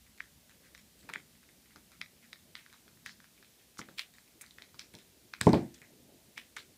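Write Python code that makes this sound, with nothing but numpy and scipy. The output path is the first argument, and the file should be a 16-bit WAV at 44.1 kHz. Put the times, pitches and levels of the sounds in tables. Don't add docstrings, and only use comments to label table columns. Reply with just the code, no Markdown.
import sys
import numpy as np
from scipy import signal
from scipy.fft import rfft, irfft, next_fast_len
from scipy.io import wavfile
from scipy.ndimage import uniform_filter1d

SR = 44100
rng = np.random.default_rng(int(sys.argv[2]) if len(sys.argv) > 2 else 0)


def dump_mix(stems):
    frames = np.atleast_2d(stems).T
    limited = np.clip(frames, -1, 1)
    pcm = np.round(limited * 32767).astype(np.int16)
    wavfile.write(sys.argv[1], SR, pcm)


def amplitude_ratio(level_db):
    exponent = np.asarray(level_db, float) / 20
    return 10 ** exponent


N = 298557


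def unit(x):
    return x / np.sqrt(np.mean(x ** 2) + 1e-20)


def along(points, hz):
    f, v = np.transpose(points)
    return np.interp(np.log(hz + 1), np.log(f + 1), v)


def filtered(x, response):
    m = next_fast_len(len(x) + 8192)
    return irfft(rfft(x, m) * response(np.fft.rfftfreq(m, 1 / SR)), m)[:len(x)]


def resonance(centre_hz, width_hz):
    return lambda f: 1j * f * width_hz / (centre_hz ** 2 - f * f + 1j * f * width_hz)


def add(track, s, x):
    part = track[round(s * SR):][:len(x)]
    part += x[:len(part)]


def dying(decay, colour):
    hz, t, z = signal.stft(rng.standard_normal(SR // 2), SR, nperseg=256)
    z = z * amplitude_ratio(along(colour, hz)[:, None] - 60 * t / along(decay, hz)[:, None])
    tail = signal.istft(z, SR, nperseg=256)[1]
    return tail / np.linalg.norm(tail)


def taps():
    # frequency in Hz, t60 in seconds.
    room_decay = [(300, 0.15), (2000, 0.21), (5000, 0.18), (12000, 0.88)]
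    # frequency in Hz, level in dB.
    room_colour = [(300, 2.5), (1200, -0.5), (2200, -2.5), (5000, 0), (14000, -18)]
    rise_s = .00036
    dip_hz, dip_width_hz, dip_depth = 2790, 530, 0.62
    out = np.zeros(N)
    t = np.arange(SR // 50) / SR
    for s, db, hz, click_db, crack_db, wet_db in contacts():
        swell = (t / rise_s) ** 1.5 * np.exp(-t / rise_s)
        main = np.sin(2 * np.pi * hz * t)
        partner = .6 * np.sin(2 * np.pi * 1.33 * hz * t + rng.uniform(0, np.pi))
        below = 0.394 * min(amplitude_ratio(click_db), 1) * np.sin(2 * np.pi * 0.754 * hz * t)
        body = swell * (main + partner + below)
        click = amplitude_ratio(click_db) * snap(t, centre_hz=4110, width_hz=2180, life=0.000502)
        crack = amplitude_ratio(crack_db) * snap(t, centre_hz=7550, width_hz=3200, life=.0005)
        tap = amplitude_ratio(db + 5.0) * (body / np.abs(body).max() + click + crack)
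        add(out, s - .0004, tap)

        touch = rng.standard_normal(len(t)) * np.exp(-((t - .004) / 0.0045) ** 2)
        brush = filtered(touch, lambda f: resonance(2600, 1200)(f) ** 2)
        add(out, s - .005, amplitude_ratio(db - 5.0) * brush)

        sideways = amplitude_ratio(db - 0.5) * snap(t, centre_hz=2270, width_hz=1600, life=0.00014)
        spread = 0.47 * tap + sideways
        tail = dying(room_decay, room_colour)
        lumps = unit(uniform_filter1d(rng.standard_normal(len(tail)), size=90))
        tail = tail * amplitude_ratio(3.7 * lumps)
        echo = signal.fftconvolve(spread, tail / np.linalg.norm(tail))
        add(out, s + .003, amplitude_ratio(wet_db - 0.5) * echo)

    def radiation(f):
        low_cut = (1j * f / (520 + 1j * f)) ** 3
        return low_cut * (1 - dip_depth * resonance(dip_hz, dip_width_hz)(f))

    return filtered(out, radiation)


def contacts():
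    # start in seconds, peak in dB, ring in Hz, hardness in dB.
    knocks = [(0.2048, -27.5, 1830, -32), (0.7491, -43.5, 1850, -4), (1.0915, -40, 1700, -8),
              (1.0989, -36.5, 1240, -11), (1.1589, -27, 1690, -26), (1.7601, -45.5, 1270, -4.5),
              (2.0147, -28.5, 2019, -5), (2.3305, -38.5, 1928, -2.5), (2.5536, -35, 2030, -1.5),
              (2.663, -46.5, 1600, -10), (3.7921, -33, 1270, -13), (3.8154, -38.5, 2100, -13),
              (3.888, -44, 1360, -12), (3.9848, -32.5, 2290, -0.5), (3.9938, -28, 2040, 0.5),
              (4.44, -50, 1560, -9), (4.744, -51, 1250, -3.5), (5.3376, -30, 1610, -9.5),
              (6.378, -34.5, 1950, -5), (6.5692, -35.5, 1546, -7), (6.5726, -41, 1700, -8)]
    # start in seconds, peak in dB, ring in Hz, hardness in dB.
    muffled = [
        (3.0935, -41.5, 1760, -14),
        (4.585, -42, 1860, -9.5),
        (4.6214, -44, 2120, 0),
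        (4.794, -35.5, 2300, 3),
    ]
    # start in seconds, peak in dB, ring in Hz, hardness in dB.
    claws = [(0.1775, -57, 2010, 0), (0.4954, -55, 1790, -4), (0.778, -51.5, 1910, -1),
             (0.9924, -66.5, 2780, 6), (1.1371, -30, 2120, -12.5), (1.9182, -55, 1490, -2.5),
             (2.7277, -51.5, 1600, -1.5), (3.0617, -33.5, 1900, -12), (3.5972, -57, 2480, -22),
             (4.139, -59, 1860, 1.5), (4.4113, -45, 2070, -3), (4.9392, -50.5, 2300, -4),
             (4.9876, -50.5, 2700, -4), (5.4124, -21.5, 1690, -2), (5.7454, -52.5, 2600, 0),
             (5.8174, -46.5, 2000, -11), (6.3804, -39.5, 2390, -11.5), (6.566, -37.5, 2140, -8)]
    # start in seconds, peak in dB, ring in Hz, hardness in dB.
    rattles = [
        (5.429, -50, 1930, 1.5),
        (5.4689, -30.5, 2000, -10),
        (5.4924, -37.5, 2160, -1),
        (5.5318, -35, 1740, 7),
        (5.543, -30.5, 2310, -17),
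        (5.5494, -42.5, 3370, -2),
    ]
    # start in seconds, peak in dB, ring in Hz.
    nudges = [(0.066, -58, 2070), (1.03, -57, 1857), (1.038, -59, 1600), (1.353, -60, 1940),
              (1.431, -56, 1790), (1.49, -53, 1990), (1.6583, -59, 2140), (2.1654, -65, 2450),
              (2.7, -55, 2360), (2.743, -55.5, 1410), (2.88, -51, 1590), (2.9733, -58.5, 1530),
              (3.2025, -49.5, 1620), (3.243, -51, 1660), (3.378, -57, 2340), (3.4273, -50, 1720),
              (3.447, -50.5, 2480), (3.773, -50, 1470), (4.1842, -48.5, 1740), (4.2777, -60, 2200)]
    # start in seconds, peak in dB, ring in Hz.
    tips = [
        (4.4633, -67, 2500),
        (4.509, -62.5, 2010),
        (4.9514, -59.5, 2330),
    ]
    nudge_hard_db, tip_hard_db = -10.5, 16.5
    wet_per_hard_db, dry_per_peak_db = 0.15, 0.33
    # events, click over hardness in dB, crack over hardness in dB, most crack in dB, room answer in dB.
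    kinds = [(knocks, 1.66, -11, -23.5, -5),
             (muffled, 1.3, -30, -34, -5),
             (claws, -0.5, 3.1, 12, -0.5),
             (rattles, .3, -4, -4, -4.5),
             ([r + (nudge_hard_db,) for r in nudges], 5, -24, -12, -6),
             ([r + (tip_hard_db,) for r in tips], 0.9, -9, 2, -14)]
    rows = []
    for events, click, crack, most, wet in kinds:
        for s, db, hz, hard in events:
            crack_db = min(hard + crack, most)
            wet_db = wet + wet_per_hard_db * hard - dry_per_peak_db * (db + 34.5)
            rows.append((s, db, hz, hard + click, crack_db, wet_db))
    return rows


def snap(t, centre_hz, width_hz, life):
    grit = rng.standard_normal(len(t)) * t / life * np.exp(-t / life)
    grit[round(life * SR)] += 2.5
    ring = resonance(centre_hz, width_hz)
    burst = filtered(grit, lambda f: ring(f) ** 2)
    return burst / np.abs(burst).max()


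def thumps():
    # start in seconds, peak in dB, hardness in dB per octave.
    landings = [(1.041, -54, -16), (1.091, -44, 22), (1.153, -46, 9), (1.758, -51.5, 9),
                (3.062, -56.5, -13), (3.791, -39.5, 3), (3.885, -47.5, 1), (4.618, -57.5, 10),
                (4.741, -55, -15), (4.941, -46, 1.5), (5.815, -54, 1.5), (6.373, -55, 11.5)]
    # start in seconds, peak in dB, hardness in dB per octave, boom in dB,
    # damping factor.
    fall = [
        (5.413, -30.5, -9, -12, 0.9),
        (5.461, -28.5, -13.5, -26.5, 0.94),
        (5.4686, -5.5, 2.6, -15.5, 1.32),
        (5.5324, -13, 3.2, -8, 1.115),
    ]
    # frequency in Hz, level in dB per Hz.
    boom_colour = [(24, -57), (40, -27), (173, -15.5), (411, -23), (539, -27.5), (746, -31), (1040, -31),
                   (1150, -43.5), (2300, -47.5), (3900, -67.5), (6600, -120)]
    # frequency in Hz, t60 in seconds.
    boom_decay = [(60, .45), (200, 0.31), (450, 0.19), (700, 0.28), (1100, 0.18), (2000, 0.37)]
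    paw_boom_db, paw_damping = -8, 1.6
    edge_hz, edge_leak_db = 1060, -26
    ring, boom = np.zeros(N), np.zeros(N)
    blows = [r + (paw_boom_db, paw_damping) for r in landings] + fall
    for s, db, hard_db, boom_db, damping in blows:
        add(ring, s, amplitude_ratio(db + 5.0) * table_ring(hard_db, damping))
        add(boom, s + .004, amplitude_ratio(db + boom_db + 29.5) * dying(boom_decay, boom_colour))
    edge = signal.cheby2(N=8, rs=-edge_leak_db, Wn=edge_hz * 1.1, fs=SR, output="sos")
    both = signal.sosfilt(edge, ring) + boom
    return filtered(both, lambda hz: (1j * hz / (75 + 1j * hz)) ** 3 / (1 + 1j * hz / 2500) ** 2)


def table_ring(hard_db, damping):
    # frequency in Hz, level in dB, t60 in seconds.
    modes = [(94.5, -3, 0.3), (122.5, -1.5, .3), (170, 3.5, 0.19), (205.2, -4, 0.28), (238.3, -4, 0.36),
             (310.4, -4, 0.2), (341, -9, 0.42), (422, -2, 0.18), (475, -10.5, 0.15), (634, -1.5, 0.094),
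             (733.5, -8, 0.23), (880, -3.5, 0.089), (950, -7.5, 0.052), (1015, -7.5, 0.1)]
    drain_hz, drain_s, drain_db = 520, .007, 9
    t = np.arange(SR // 2) / SR
    ring = np.zeros(len(t))
    for hz, db, t60 in modes:
        level_db = db + rng.normal(0, 1) + hard_db * np.log2(hz / 300)
        level_db = level_db - (hz > drain_hz) * drain_db * (1 - np.exp(-t / drain_s))
        ring += amplitude_ratio(level_db - 60 * t * damping / t60) * np.sin(2 * np.pi * hz * t)
    ring *= 1 - np.exp(-t / .0006)
    ring *= .55 + .45 * np.exp(-t / .012)
    return ring / np.abs(ring).max()


def scuffs():
    # start in seconds, level in dB, centre in Hz, length in seconds,
    # brightness from 0 to 1.
    strokes = [(0.63, -63.5, 1810, 0.06, 0.8), (1.088, -48.5, 2050, 0.015, 0.75),
               (1.694, -66.5, 1900, 0.043, 0), (1.902, -72, 1730, 0.069, .2),
               (2.223, -61, 1930, 0.041, 0.7), (2.562, -58, 2310, 0.061, 1), (3.051, -53, 4540, 0.064, 0.9),
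               (3.78, -47, 5700, 0.025, .5), (3.973, -44, 3020, 0.049, 1), (4.412, -45, 8600, 0.011, 0),
               (4.426, -70, 1760, 0.064, 0.2), (4.786, -54.5, 4070, 0.046, 0.99),
               (5.415, -53, 5100, 0.13, 0.8), (5.416, -56.5, 8540, 0.077, 0),
               (5.518, -52.5, 3366, 0.072, 1), (5.741, -54.5, 5970, 0.011, 0.8),
               (6.358, -53.5, 2530, 0.061, 0.81), (6.566, -51.5, 3560, 0.047, 1)]
    out = np.zeros(N)
    for s, db, hz, length, bright in strokes:
        u = np.arange(SR // 4) / SR / length
        fibres = rng.standard_normal(len(u))
        clumps = unit(uniform_filter1d(rng.standard_normal(len(u)), size=60))
        dull = resonance(hz, 0.68 * hz)

        def cloth(f):
            return dull(f) ** 2 + bright * .5 * f / (f + 1500) / (1 + (f / 9000) ** 2)

        rub = unit(filtered(fibres * amplitude_ratio(2.6 * clumps), cloth))
        add(out, s, amplitude_ratio(db) * rub * 6.7 * u * np.exp(-(2.63 * u) ** 1.075))
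    return out


def background():
    # frequency in Hz, level in dB per Hz.
    rumble_colour = [(20, -33.5), (45, 4), (62, 13.5), (80, 8.5), (108, -5.5), (130, -19.5), (170, -35.5),
                     (290, -120)]
    air_colour = [(47, -36.5), (80, -2), (233, 2.5), (300, -11), (390, -31), (660, -120)]
    upper_colour = [(160, -17.5), (270, 1.5), (350, 1), (512, -5), (652, -7), (901, -16), (1100, -33.5),
                    (1430, -38.5), (2420, -120)]
    hiss_colour = [(290, -29), (500, -1.5), (946, -1.5), (1400, -3), (1670, -0.5), (2890, 0.5), (3860, 1.5),
                   (14500, -2), (15300, -3), (16000, -36)]
    # time in seconds, level in dB.
    rumble_drift = [(0, -72), (.6, -73.5), (1.4, -77), (1.8, -74.5), (2.4, -80), (3.8, -79.5), (5.3, -75.5),
                    (6.77, -80)]
    air_db, upper_db, hiss_db = -69, -72.5, -65.5
    settle_s, settle_width_s, settle_db = 3.3, 1.4, -5.5
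    swell_s, swell_width_s, swell_db = 6.06, .2, 9.5
    t = np.arange(N) / SR
    rumble = amplitude_ratio(np.interp(t, *np.transpose(rumble_drift)))
    onset = 1 / (1 + np.exp((settle_s - t) / .05))
    thinning = onset * np.exp(-((t - settle_s) / settle_width_s) ** 2)
    air = amplitude_ratio(air_db + settle_db * thinning)
    upper = amplitude_ratio(upper_db + swell_db * np.exp(-((t - swell_s) / swell_width_s) ** 2))
    room = rumble * rush(rumble_colour, patchy_db=.3)
    room = room + air * rush(air_colour, patchy_db=2.5)
    room = room + upper * rush(upper_colour, patchy_db=3.5)
    return room + amplitude_ratio(hiss_db) * rush(hiss_colour, patchy_db=.3)


def rush(spectrum, patchy_db):
    z = signal.stft(rng.standard_normal(N), nperseg=512)[2]
    field = uniform_filter1d(rng.standard_normal(z.shape), size=5, axis=0)
    field = uniform_filter1d(field, size=12, axis=1)
    noise = signal.istft(z * amplitude_ratio(patchy_db * unit(field)), nperseg=512)[1][:N]
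    return unit(filtered(noise, lambda hz: amplitude_ratio(along(spectrum, hz))))


def scene():
    return (taps() + scuffs() + thumps() + background())[None]


def roll_off(x):
    return signal.sosfilt(signal.butter(12, 16480, fs=SR, output="sos"), x)


def record(dry):
    top_hz = 15650
    limited = filtered(dry[0], lambda hz: np.where(hz < top_hz, 1, amplitude_ratio(-41.5)))
    return roll_off(limited[None])


dry = scene()
out = record(dry)
dump_mix(out)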